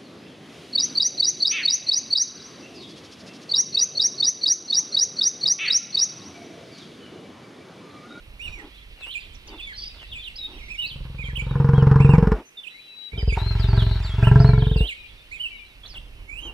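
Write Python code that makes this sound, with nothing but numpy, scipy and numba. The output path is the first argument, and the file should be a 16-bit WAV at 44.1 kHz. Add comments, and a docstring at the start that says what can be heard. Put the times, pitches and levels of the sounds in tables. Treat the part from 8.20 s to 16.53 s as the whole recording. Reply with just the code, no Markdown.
"""Buffalo at a wood's edge

A buffalo chews and gives two deep, rattling calls. Its vocal folds slap about 22 times a second,
a pulse train that excites the resonances of chest, throat and mouth; air rasps after each slap.
Birds chirp on both sides, their tones scattered by the trees, over a low rumble and the wood's hush."""
import sys
import numpy as np
from scipy import signal
from scipy.fft import rfft, irfft, next_fast_len
from scipy.io import wavfile
from scipy.ndimage import uniform_filter1d, minimum_filter1d
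from numba import njit

SR = 44100
rng = np.random.default_rng(int(sys.argv[2]) if len(sys.argv) > 2 else 0)


def int16_out(signal):
    """Quantize to a 16-bit WAV file."""
    q = np.round(np.clip(np.atleast_2d(signal).T, -1, 1) * 32767)
    wavfile.write(sys.argv[1], SR, q.astype(np.int16))


N = 367353
T = np.arange(N) / SR

# vocal fold rate through each call (time [s], rate [slaps/s])
FOLD_RATE_1 = [(2.665, 21.64), (2.85, 21.25), (3.1, 21.67), (3.22, 22.44), (3.6, 22.29), (3.85, 22.53),
               (4.03, 22.08), (4.15, 21.07)]
FOLD_RATE_2 = [(4.931, 21.95), (5.0, 19.97), (5.1, 21.28), (5.4, 22.51), (5.6, 22.24), (5.85, 21.81),
               (6.05, 23.04), (6.4, 22.47), (6.64, 20.87)]
# how hard each call is pushed (time [s], throat drive [dB], chest drive [dB])
EFFORT_1 = [(2.66, -56, -60), (2.76, -42, -36.5), (3.17, -38.5, -29), (3.27, -30.5, -28), (3.41, -16, -38),
            (3.8, -12, -28), (3.935, -12, -23.5), (4.12, -20.5, -17)]
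EFFORT_2 = [(4.93, -40, -34), (5.07, -29, -14.5), (5.13, -33, -24), (5.19, -26.5, -24), (5.44, -23.5, -19),
            (5.56, -16.5, -19.5), (5.71, -24, -19.5), (5.89, -36, -26), (6.025, -14.5, -24),
            (6.16, -8.5, -26), (6.33, -14.5, -19.5), (6.43, -19, -24), (6.61, -24, -15)]
# the throat lengthens and shortens (time [s], second resonance [Hz])
TUNING_1 = [(2.66, 560), (3.15, 512), (3.4, 474), (3.75, 452), (3.95, 465.5), (4.13, 453)]
TUNING_2 = [(5.1, 440), (5.2, 394), (5.6, 398), (5.8, 387), (6.03, 406), (6.3, 426), (6.6, 446)]
# mouth resonances at rest (frequency [Hz], bandwidth [Hz], relative level [dB])
MOUTH_MODES_1 = [(821, 86, 1), (909, 130, 7), (1010, 98, 5.5), (1200, 160, -0.5), (1390, 68, -2.5),
                 (1580, 150, -17)]
MOUTH_MODES_2 = [(668, 19, 12), (873, 125, 12.5), (988, 27, 4), (1353, 58, 9.5), (1573, 89, 8.5),
                 (1780, 190, -21)]
# slaps that knock harder in the mouth (time [s], boost [dB])
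HARD_SLAPS = [(2.853, 4), (3.716, 2), (3.936, 0.5), (3.981, 2.5), (4.07, 3), (4.118, 7.5), (6.068, 5),
              (6.201, 3), (6.245, 4), (6.334, 4)]
# hiss of air through the muzzle (frequency [Hz], relative level [dB])
HISS_SPECTRUM = [(300, -34.5), (650, -18), (900, 6.5), (2200, 4.5), (3600, -7), (4400, -8), (5200, -8),
                 (6500, -16), (8800, -20.5), (12000, -27), (16000, -35)]
# gusts in the throat (start [s], duration [s], resonance [Hz], nominal bandwidth [Hz], level [dB])
THROAT_GUSTS = [(4.12, .11, 330, 350, -37), (4.92, .07, 115, 30, -34), (4.95, .08, 280, 200, -43),
                (5.15, .12, 880, 90, -40), (5.168, .018, 850, 160, -28), (6.61, .07, 330, 200, -43)]
# jaw strokes (start [s], duration [s], level [dB])
JAW_STROKES = [(.34, 0.18, -46.5), (1.24, 0.19, -47.5), (2.25, 0.16, -49), (8.2, 0.16, -46)]
# resonances of the closed mouth (frequency [Hz], bandwidth [Hz], relative level [dB])
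CLOSED_MOUTH_MODES = [(323, 87, 5), (807, 170, -3.5)]
# grass crunching between the teeth (start [s], duration [s], level [dB])
GRASS_CRUNCHES = [(.25, 0.093, -52.5), (.77, 0.084, -51), (.85, 0.05, -48.5), (1.73, 0.08, -52.5),
                  (1.8, 0.047, -48), (7.63, 0.056, -54), (7.73, 0.048, -50)]
# bird notes (start [s], duration [s], kind, pitch [Hz], level [dB], left minus right [dB])
BIRD_NOTES = [(.188, 0.11, "arch", 2653, -36.5, -7), (0.306, .12, "droop", 2290, -43.5, -8.5),
              (0.797, 0.076, "fall", 3350, -47.5, 11), (.8, 0.14, "lift", 2666, -39, -6),
              (0.902, 0.046, "arch", 3800, -45, -8), (0.923, 0.065, "swoop", 2906, -33, -7.5),
              (0.964, 0.036, "rise", 2644, -40.5, -10.5), (0.999, 0.046, "droop", 4420, -53, -3),
              (1.131, 0.033, "fall", 6250, -55.5, -19), (1.271, 0.03, "swoop", 5640, -48.5, -2),
              (1.376, .043, "fall", 2890, -40, -6), (1.385, 0.08, "rise", 3464, -41.5, -1.5),
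              (1.463, 0.079, "droop", 2082, -40.5, -3), (1.53, 0.052, "dip", 4420, -46, -4),
              (1.574, 0.038, "dip", 4840, -38, -3), (1.618, 0.027, "dip", 4860, -36, -3),
              (1.659, 0.027, "dip", 5080, -38, -1), (1.78, 0.079, "hook", 2830, -48.5, -5),
              (1.907, 0.11, "swoop", 2946, -39.5, -0.5), (1.973, 0.078, "hook", 3350, -43.5, -4),
              (2.034, 0.059, "fall", 3180, -37.5, -6), (2.153, 0.038, "arch", 4830, -41.5, -2),
              (2.176, .1, "sag", 3825, -35.5, -1.5), (2.37, 0.087, "swoop", 2640, -49, -18),
              (2.472, 0.1, "arch", 2357, -38, -8), (2.573, 0.1, "hook", 2780, -30, -4.5),
              (2.614, 0.072, "lift", 3760, -37.5, -4.5), (2.681, 0.073, "swoop", 3680, -41, -2),
              (2.979, 0.063, "hook", 2314, -37.5, -11.5), (3.035, 0.037, "sag", 3210, -42.5, -16),
              (3.044, 0.076, "droop", 2200, -40, -6), (3.152, 0.028, "arch", 2870, -31.5, -10),
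              (3.164, 0.059, "vee", 2760, -33, -7.5), (3.535, 0.097, "hook", 3110, -47.5, 10),
              (3.791, 0.084, "arch", 2500, -35.5, -9), (3.886, 0.089, "droop", 2550, -36, -7.5),
              (4.248, 0.053, "held", 6160, -56.5, 6), (4.368, 0.039, "sag", 3590, -39.5, -3),
              (4.427, 0.065, "vee", 2920, -39, -18), (4.502, 0.12, "climb", 2195, -50.5, 8),
              (4.478, .43, "held", 3925, -46, 11.5), (4.669, 0.094, "sag", 2660, -53, 8),
              (4.914, 0.048, "rise", 2297, -42.5, -8), (4.973, 0.033, "sag", 3120, -36.5, -5),
              (4.976, 0.075, "sag", 4960, -47, 11), (4.983, 0.054, "droop", 2210, -45, -9),
              (5.068, 0.071, "sag", 4870, -45.5, 9), (5.082, .076, "vee", 2700, -33.5, -10),
              (5.164, .2, "rise", 4050, -40, 16.5), (5.388, 0.074, "fall", 4110, -40.5, 15),
              (5.469, 0.12, "dip", 4720, -46, -3), (5.559, 0.082, "fall", 3440, -37.5, -4),
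              (5.618, .15, "sag", 4100, -49, 15), (5.824, 0.14, "swoop", 4020, -43.5, 1),
              (5.79, 0.13, "rise", 7300, -62, 2.5), (6.025, 0.079, "arch", 2707, -33, -7),
              (6.19, 0.051, "arch", 4760, -42, -3.5), (6.231, 0.081, "rise", 4185, -42, -4.5),
              (6.272, 0.13, "sag", 2290, -46, 19), (6.379, 0.056, "fall", 3600, -42.5, -3.5),
              (6.434, .035, "droop", 3460, -44, -4), (6.47, .04, "droop", 3470, -47, -5),
              (6.516, 0.047, "droop", 3390, -44, -5), (6.559, 0.064, "fall", 3920, -43.5, 18),
              (6.553, 0.14, "lift", 2730, -34, -7.5), (6.666, 0.026, "arch", 3670, -39.5, -11),
              (6.68, 0.064, "swoop", 2640, -33.5, -3), (6.751, 0.13, "sag", 2497, -48, 13),
              (7.106, 0.076, "arch", 2330, -38, -8), (7.191, 0.09, "hook", 2843, -30, -5),
              (7.3, 0.079, "sag", 2300, -44.5, 10), (7.31, 0.1, "sag", 2940, -50, 7),
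              (7.385, 0.071, "sag", 2390, -47, 24), (7.63, 0.041, "lift", 3340, -43, -8),
              (7.668, 0.075, "fall", 5030, -49.5, -6), (7.74, 0.051, "vee", 3260, -40.5, -3),
              (8.063, 0.16, "climb", 2527, -39, -11.5), (8.213, .1, "hook", 2950, -39.5, -5),
              (8.2, 0.086, "sag", 6370, -61, -14)]
# bird trills (start [s], duration [s], pitch [Hz], deviation [Hz], modulation rate [Hz],
# level [dB], left minus right [dB])
BIRD_TRILLS = [(0.183, 0.22, 5660, 90, 75, -63, 0), (1.547, 0.15, 5210, 590, 54, -48, -1),
               (2.286, 0.38, 5540, 345, 12.7, -62.5, 1), (5.56, 0.25, 4080, 330, 125, -44.5, 12),
               (6.423, 0.14, 3460, 413, 22, -45.5, -3.5)]
# contour of each kind of note (four successive pitches [semitones], swell from start to end [dB])
NOTE_CONTOURS = {"arch": ((-5, 0.84, 1, -3), 2.5), "hook": ((-1.4, 1.2, -0.22, -1.4), 3.1),
                 "droop": ((1.5, 1, -1.5, -6.5), -2.5), "fall": ((5.5, 1.6, -1.2, -3.5), 8.1),
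                 "swoop": ((5.5, -0.5, -3.5, -.5), 0), "dip": ((1.1, -0.83, -0.8, 1.4), -5.5),
                 "vee": ((3.5, -1.3, -3, 4.5), 3.6), "rise": ((-2.5, -0.1, .5, -0.7), 6),
                 "lift": ((0, 0, 1.57, 6), 3.2), "sag": ((0.91, 0, -.4, -0.78), -1),
                 "climb": ((-3.5, -1.2, 0.8, 4.5), 5), "held": ((0.041, 0.1, -0.028, -0.16), 10)}
# overtones of a bird note (harmonic number, relative level [dB])
BIRD_HARMONICS = [(2, -32), (3, -23), (4, -26)]
# low rumble, sinking during the first call and returning after the second (time [s], level [dB])
RUMBLE_LEVEL = [(0, -46.5), (.25, -41), (.55, -49.5), (1.1, -45), (2.8, -44), (4.2, -76), (6.65, -80.5),
                (6.8, -50.5), (7.5, -52.5), (7.65, -45), (8.33, -42.5)]
# far birds merging into a chorus (time [s], level [dB])
CHORUS_LEVEL = [(0, -59.5), (1.6, -53.5), (3.1, -55.5), (4.3, -64.5), (5.4, -51), (6.5, -52.5), (7, -57.5),
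                (8.33, -63.5)]
# background spectra (frequency [Hz], relative level [dB])
RUMBLE_SPECTRUM = [(15, -10.5), (30, 1), (45, 1.5), (65, -7.5), (100, -12.5), (150, -21), (250, -26),
                   (500, -32), (1200, -36), (3000, -58.5)]
CHORUS_SPECTRUM = [(1200, -30), (2000, -2), (2700, 3.5), (3800, 0.5), (4600, -5), (5600, -19.5),
                   (7000, -29.5)]
HUSH_SPECTRUM = [(59, -30.5), (100, -6), (156, -5.5), (420, -5.5), (668, -11.5), (1490, -10.5), (1960, -7),
                 (2810, -3.5), (3850, -35.5), (5070, -16.5), (7410, -24.5), (8230, -17.5), (10600, -24),
                 (14500, -22), (15500, -43)]


def buffalo():
    """Source and filter: a swelling call, then a breathier one, with brief scattering from the trees."""
    first = call(
        FOLD_RATE_1, EFFORT_1, TUNING_1, closes_s=0.017, opens_s=0.25, open_mouth_db=5,
        throat=dict(open_rise_hz=69.5, second_db=-18, soft_hz=298, churn_db=-1),
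        mouth=dict(modes=MOUTH_MODES_1, rest_hz=465, stretch=0.9, top_hz=1843,
                   gain_db=-19.5, rasp_db=-5, clack_db=-8.5, leak=0.29, gust=0.13),
        muzzle=dict(gain_db=-32.5, leak=0.15, nostril_db=0.5))
    second = call(
        FOLD_RATE_2, EFFORT_2, TUNING_2, closes_s=0.24, opens_s=0.26, open_mouth_db=-5.5,
        throat=dict(open_rise_hz=25, second_db=-21, soft_hz=199, churn_db=-4.5),
        mouth=dict(modes=MOUTH_MODES_2, rest_hz=412, stretch=1.25, top_hz=1790,
                   gain_db=-20.5, rasp_db=-4, clack_db=-3.5, leak=0.24, gust=0.036),
        muzzle=dict(gain_db=-44.5, leak=0.62, nostril_db=-12))
    voice = first + second + grunts()
    return voice + undb(-13.5) * scatter(band(voice, 220, 6000, order=2), t60=0.16)


def call(rate, effort, tuning, closes_s, opens_s, open_mouth_db, throat, mouth, muzzle):
    """Impulse excitation: each slap rings chest and throat and lets a burst of air through the mouth."""
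    start, end = rate[0][0], rate[-1][0]
    folds = vocal_folds(rate)
    throat_db, chest_db = curves(effort)
    second_hz, = curves(tuning)
    # the throat is slack at first, closes for the body of the call and opens at its end
    ending = ramp(end - opens_s, opens_s)
    slack = 1 - ramp(start + closes_s, 0.032) + ending
    body = chest_and_throat(folds, throat_db, chest_db, second_hz, slack, ending, **throat)
    flow = uniform_filter1d(folds["sounding"] * 1.0, 900) * undb(3.6 * walk(160))
    push = undb(throat_db + open_mouth_db * ending + knocks())
    loose = ramp(5.15, 0.0066) * (1 - ramp(6.33, 0.072))  # air escapes freely in the second call
    rasp = mouth_rasp(folds, flow, push, loose, second_hz, **mouth)
    return body + rasp + muzzle_hiss(folds, flow, push, loose, **muzzle)


def vocal_folds(rate):
    """Periodic closure: a unit-power impulse train, with the timing of the folds' cycle."""
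    start, end = rate[0][0], rate[-1][0]
    hz, = curves(rate)
    sounding = (T >= start) & (T < end)
    cycles = np.cumsum(hz * sounding) / SR
    closures = np.diff(np.ceil(cycles), prepend=0)
    since_s = T - np.maximum.accumulate(T * closures)
    apart = np.clip((since_s - 0.026) / 0.0043, 0, 1)  # the folds part late in each cycle
    slaps = closures * np.sqrt(SR / hz)
    return dict(slaps=slaps, since_s=since_s, apart=apart, sounding=sounding, started=T >= start)


def chest_and_throat(folds, throat_db, chest_db, second_hz, slack, ending,
                     open_rise_hz, second_db, soft_hz, churn_db, full_db=-11, weak_db=-22):
    """Damped resonance: one chest mode and two throat modes ring down after every slap."""
    slaps = folds["slaps"] * undb(0.5 * walk(20))
    drive = slaps * undb(throat_db + 1.5)
    chest = band(ring(slaps * undb(chest_db), hz=48.5, width_hz=19)[0], 34, 100, order=1)
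    # the first throat resonance sinks as the effort drops
    first_hz = 0.3064 * second_hz + 1.1 * (throat_db - full_db) + open_rise_hz * ending
    width_hz = 19.9 + 62 * slack
    windpipe_hz = 30 * folds["apart"]  # parted folds let the windpipe damp the ringing
    first = ring(drive, first_hz, width_hz + windpipe_hz)[1]
    low = band(chest + first, 28, soft_hz, order=1)  # gradual closure softens the low resonances
    # air churns after each slap, so that no two ring alike
    churn = rng.standard_normal(N) * np.exp(-folds["since_s"] / 0.027) * folds["sounding"]
    churn *= undb(throat_db + churn_db)
    # the second resonance only ticks when weakly driven; an open throat lifts it
    damping_hz = 11 + 0.36 * width_hz + 0.5 * windpipe_hz + 2.5 * np.maximum(weak_db - throat_db, 0)
    second = ring((drive + churn) * undb(second_db + 11 * slack), second_hz, damping_hz)[0]
    low -= 0.25 * pick(low, hz=283, width_hz=110)  # the nasal side branch absorbs a band
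    low += undb(2) * band(churn, 170, 400, order=3)
    return band(low, 8, 1800, order=2) + band(second, 383, 570, order=2)


def mouth_rasp(folds, flow, push, loose, second_hz,
               modes, rest_hz, stretch, top_hz, gain_db, rasp_db, clack_db, leak, gust):
    """Formant filtering: slaps and rough air excite mouth modes that shift as the neck stretches."""
    burst = np.exp(-folds["since_s"] / 0.009) * folds["started"]
    leakage = (leak + gust * folds["apart"]) * flow
    rasp = 2 * (burst + leakage) * rng.standard_normal(N)
    strength = np.hypot(push * undb(gain_db), loose * undb(-48.5)) * undb(1.8 * walk(22))
    source = (undb(clack_db) * folds["slaps"] + undb(rasp_db) * rasp) * strength
    formants = resonate(source, modes, shift_hz=stretch * (second_hz - rest_hz))
    return band(formants, 0.897 * modes[0][0], top_hz, order=5)


def muzzle_hiss(folds, flow, push, loose, gain_db, leak, nostril_db):
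    """Flow noise: air bursts out at each slap, leaks on between slaps and rings in the nostrils."""
    burst = uniform_filter1d(np.exp(-folds["since_s"] / 0.007) * folds["started"], size=40)
    strength = np.hypot(push * undb(gain_db), loose * undb(-51))
    air = 2 * (burst + leak * flow) * noise(HISS_SPECTRUM) * strength
    return air + undb(nostril_db) * pick(air, hz=5340, width_hz=260)


def knocks(lead_s=0.0034, decay_s=0.021):
    """Transient emphasis: a brief boost in dB at each hard slap."""
    return sum(boost_db * ramp(s - lead_s, 0.0024) * np.exp(-((T - s) / decay_s) ** 2)
               for s, boost_db in HARD_SLAPS)


def grunts():
    """Unvoiced excitation: gusts of air sound a throat resonance near the edges of the calls."""
    out = np.zeros(N)
    for s, length, hz, width_hz, db in THROAT_GUSTS:
        mode = [(hz, 2 * width_hz, 0)]
        gust = resonate(resonate(rng.standard_normal(N), mode), mode)
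        out += gust * np.sqrt(4 * np.pi * width_hz / SR) * swells([(s, length, db)])
    return out


def chewing():
    """Cavity filtering: the closed mouth muffles the grinding; grass crackles between the teeth."""
    grind = band(resonate(rng.standard_normal(N), CLOSED_MOUTH_MODES), 200, 1600, order=2)
    grind *= undb(2.2 * walk(70))
    grains = rng.standard_normal(N) * undb(5.1 * walk(300))
    crackle = unit(band(grains, 290, 2400, order=2))
    return grind * swells(JAW_STROKES) + crackle * swells(GRASS_CRUNCHES)


def birds(ear_lag_s=0.00024):
    """Interaural time and level differences: each note reaches the nearer ear first and louder."""
    notes = [(s, chirp(*row), pan_db) for s, *row, pan_db in BIRD_NOTES]
    notes += [(s, trill(*row), pan_db) for s, *row, pan_db in BIRD_TRILLS] + chatter()
    direct = np.zeros((2, N + SR))
    for s, note, pan_db in notes:
        for ear, side in enumerate((1, -1)):
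            i = int(s * SR) + round(ear_lag_s * SR) * int(side * pan_db < 0)
            direct[ear, i:i + len(note)] += note * np.sqrt(2 / (1 + undb(-side * pan_db) ** 2))
    return among_trees(direct[:, :N])


def chirp(length, kind, pitch_hz, db):
    """Frequency glide: a note follows its contour; the narrower the glide, the purer the tone."""
    semitones, swell_db = NOTE_CONTOURS[kind]
    progress = np.linspace(0, 1, int(length * SR))
    contour = np.polyfit(np.linspace(0, 1, 4), semitones, 3)
    hz = pitch_hz * 2 ** (np.polyval(contour, progress) / 12)
    agility = np.clip(np.ptp(hz) / 900, 0.1, 1)
    return whistle(hz, db, swell_db, waver=0.02 * agility, flutter_db=1 + 2.5 * agility,
                   overtones=agility, edge=min(0.2, 0.04 / length))


def trill(length, hz, deviation_hz, rate_hz, db):
    """Frequency modulation: the pitch swings quickly up and down."""
    t = T[:int(length * SR)]
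    return whistle(hz + deviation_hz * np.sin(2 * np.pi * rate_hz * t), db)


def whistle(hz, db, swell_db=0, waver=0.016, flutter_db=3.1, overtones=1, edge=0.19):
    """Random modulation: jitter makes a bird's tone slightly hoarse and smears its faint harmonics."""
    size = len(hz)
    progress = np.linspace(0, 1, size)
    hz = hz * (1 + waver * walk(600, size))
    phase = 2 * np.pi * np.cumsum(hz) / SR
    harmonics = sum(undb(level_db) * np.sin(k * phase) * np.clip((13000 - k * hz) / 1000, 0, 1)
                    for k, level_db in BIRD_HARMONICS)
    tone = np.sin(phase) + overtones * walk(900, size) * harmonics
    fade = np.sin(np.pi / 2 * np.clip(np.minimum(progress, 1 - progress) / edge, 0, 1)) ** 2
    swell = undb(swell_db * progress + flutter_db * walk(83.8, size))
    return undb(db) * unit(tone * fade * swell)


def chatter(count=190, db=-59, low_hz=2200, range_hz=1700):
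    """Random arrivals: faint notes from deeper in the wood (start [s], sound, left minus right [dB])."""
    notes, kinds = [], list(NOTE_CONTOURS)
    for when, length, height, side, choice in rng.random((count, 5)):
        s = when * T[-1]
        busy_db = np.interp(s, *np.transpose(CHORUS_LEVEL)) - np.mean(CHORUS_LEVEL, axis=0)[1]
        kind = kinds[int(choice * len(kinds))]
        note = chirp(0.05 + 0.07 * length, kind, low_hz + range_hz * height, db + busy_db)
        notes.append((s, note, 20 * side - 12))
    return notes


def among_trees(direct, trunk_s=0.019):
    """Multipath propagation: direct sound, one trunk's clear echo, then near and far reverberation."""
    mixed = 0.8 * direct + 0.2 * direct[::-1]  # echoes from all around are more even between the ears
    near = np.array([scatter(ear, t60=0.18) for ear in mixed])
    far = np.array([scatter(ear, t60=0.7) for ear in mixed])
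    trunk = np.roll(mixed, round(trunk_s * SR), axis=1) * (T > trunk_s)
    return undb(0.65) * direct + undb(-12) * trunk + undb(-7) * near + undb(-11) * far


def scatter(x, t60):
    """Diffuse scattering: dense reflections from trunks and leaves fall 60 dB in t60 seconds."""
    t = T[:SR]
    echo = rng.standard_normal(SR) * undb(-60 * t / t60) * (1 - np.exp(-t / 0.0066))
    return signal.fftconvolve(x, echo / np.sqrt(np.sum(echo ** 2)))[:N]


def wood(hush_db=-58, pan_db=-4, spread=0.74, left_lag_s=0.00019):
    """Partial coherence: rumble, hush and far birds form a wide field, a little to the right."""
    rumble = noise(RUMBLE_SPECTRUM) * undb(curves(RUMBLE_LEVEL)[0] + 3.2 * walk(14))
    chorus_db, = curves(CHORUS_LEVEL)
    hush = noise(HUSH_SPECTRUM) * undb(hush_db)
    chorus = noise(CHORUS_SPECTRUM) * undb(chorus_db + 2 * walk(32))
    coherent = rumble + hush + chorus
    diffuse = [noise(CHORUS_SPECTRUM) * undb(chorus_db + 2 * walk(20))
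               + noise(HUSH_SPECTRUM) * undb(hush_db) for _ in range(2)]
    left = np.roll(coherent, round(left_lag_s * SR)) + spread * diffuse[0]
    right = coherent + spread * diffuse[1]
    return np.array([left * undb(pan_db / 2), right * undb(-pan_db / 2)])


@njit
def resonator(x, hz, width_hz):
    """Driven oscillator with moving tuning: its velocity (band-pass) and displacement (low-pass)."""
    y, band_state, low_state = np.empty((2, len(x))), 0.0, 0.0
    for i in range(len(x)):
        step, loss = np.tan(np.pi * hz[i] / SR), width_hz[i] / hz[i]
        velocity = (band_state + step * (x[i] + 1e-18 - low_state)) / (1 + step * (step + loss))
        y[0, i], y[1, i] = loss * velocity, loss * (low_state + step * velocity)
        band_state, low_state = 2 * velocity - band_state, low_state + 2 * step * velocity
    return y


def ring(x, hz, width_hz):
    """Resonance that keeps the power of a flat input, whatever its bandwidth."""
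    width_hz = np.maximum(width_hz, 2) * np.ones(N)
    return resonator(x * np.sqrt(SR / (np.pi * width_hz)), hz * np.ones(N), width_hz)


def resonate(x, modes, shift_hz=0):
    """Modal superposition: resonances that shift together and roughly keep a flat input's power."""
    power = sum(undb(db) ** 2 for _, _, db in modes)
    return sum(undb(db) * ring(x, hz + shift_hz, width)[0] for hz, width, db in modes) / np.sqrt(power)


def pick(x, hz, width_hz):
    """Resonant selection of one band, with gain 1 at its centre."""
    return resonator(x, np.full(N, float(hz)), np.full(N, float(width_hz)))[0]


def band(x, low_hz, high_hz, order):
    """Maximally flat band-pass filtering."""
    return signal.sosfilt(signal.butter(order, [low_hz, high_hz], "band", fs=SR, output="sos"), x + 1e-18)


def noise(spectrum):
    """Spectral shaping: noise of rms 1 coloured by (frequency [Hz], level [dB]) rows."""
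    hz, db = np.transpose(spectrum)
    size = next_fast_len(N)
    bins_hz = np.maximum(np.fft.rfftfreq(size, 1 / SR), 1)
    gain = undb(np.interp(np.log(bins_hz), np.log(hz), db))
    return unit(irfft(rfft(rng.standard_normal(size)) * gain, size)[:N])


def walk(rate_hz, size=N):
    """Random fluctuation: straight lines between normal draws."""
    position = np.arange(size) * rate_hz / SR
    count = int(position[-1]) + 2
    return np.interp(position, np.arange(count), rng.standard_normal(count))


def swells(table):
    """Half-sine envelopes from (start [s], duration [s], level [dB]) rows."""
    return sum(undb(db) * np.sin(np.pi * ramp(s, length)) for s, length, db in table)


def curves(table):
    """Linear interpolation of each column through time."""
    times, *columns = np.transpose(table)
    return [np.interp(T, times, column) for column in columns]


def ramp(start_s, length_s):
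    """Linear rise from 0 to 1."""
    return np.clip((T - start_s) / length_s, 0, 1)


def undb(db):
    """Decibels to amplitude ratio."""
    return 10 ** (np.asarray(db) / 20)


def unit(x):
    """Normalisation to rms 1."""
    return x / np.sqrt(np.mean(x ** 2))


def scene():
    """Superposition: the buffalo straight ahead, the wood around it."""
    return buffalo() + chewing() + birds() + wood()


def record(dry, top_hz=15400):
    """Peak limiting near full scale, then a steep low-pass."""
    headroom = 1 / np.maximum(np.abs(dry).max(axis=0), 1)
    gain = uniform_filter1d(minimum_filter1d(headroom, size=200), size=200)
    return signal.sosfilt(signal.ellip(8, 0.2, 70, top_hz, fs=SR, output="sos"), dry * gain)


dry = scene()
out = record(dry)
int16_out(out)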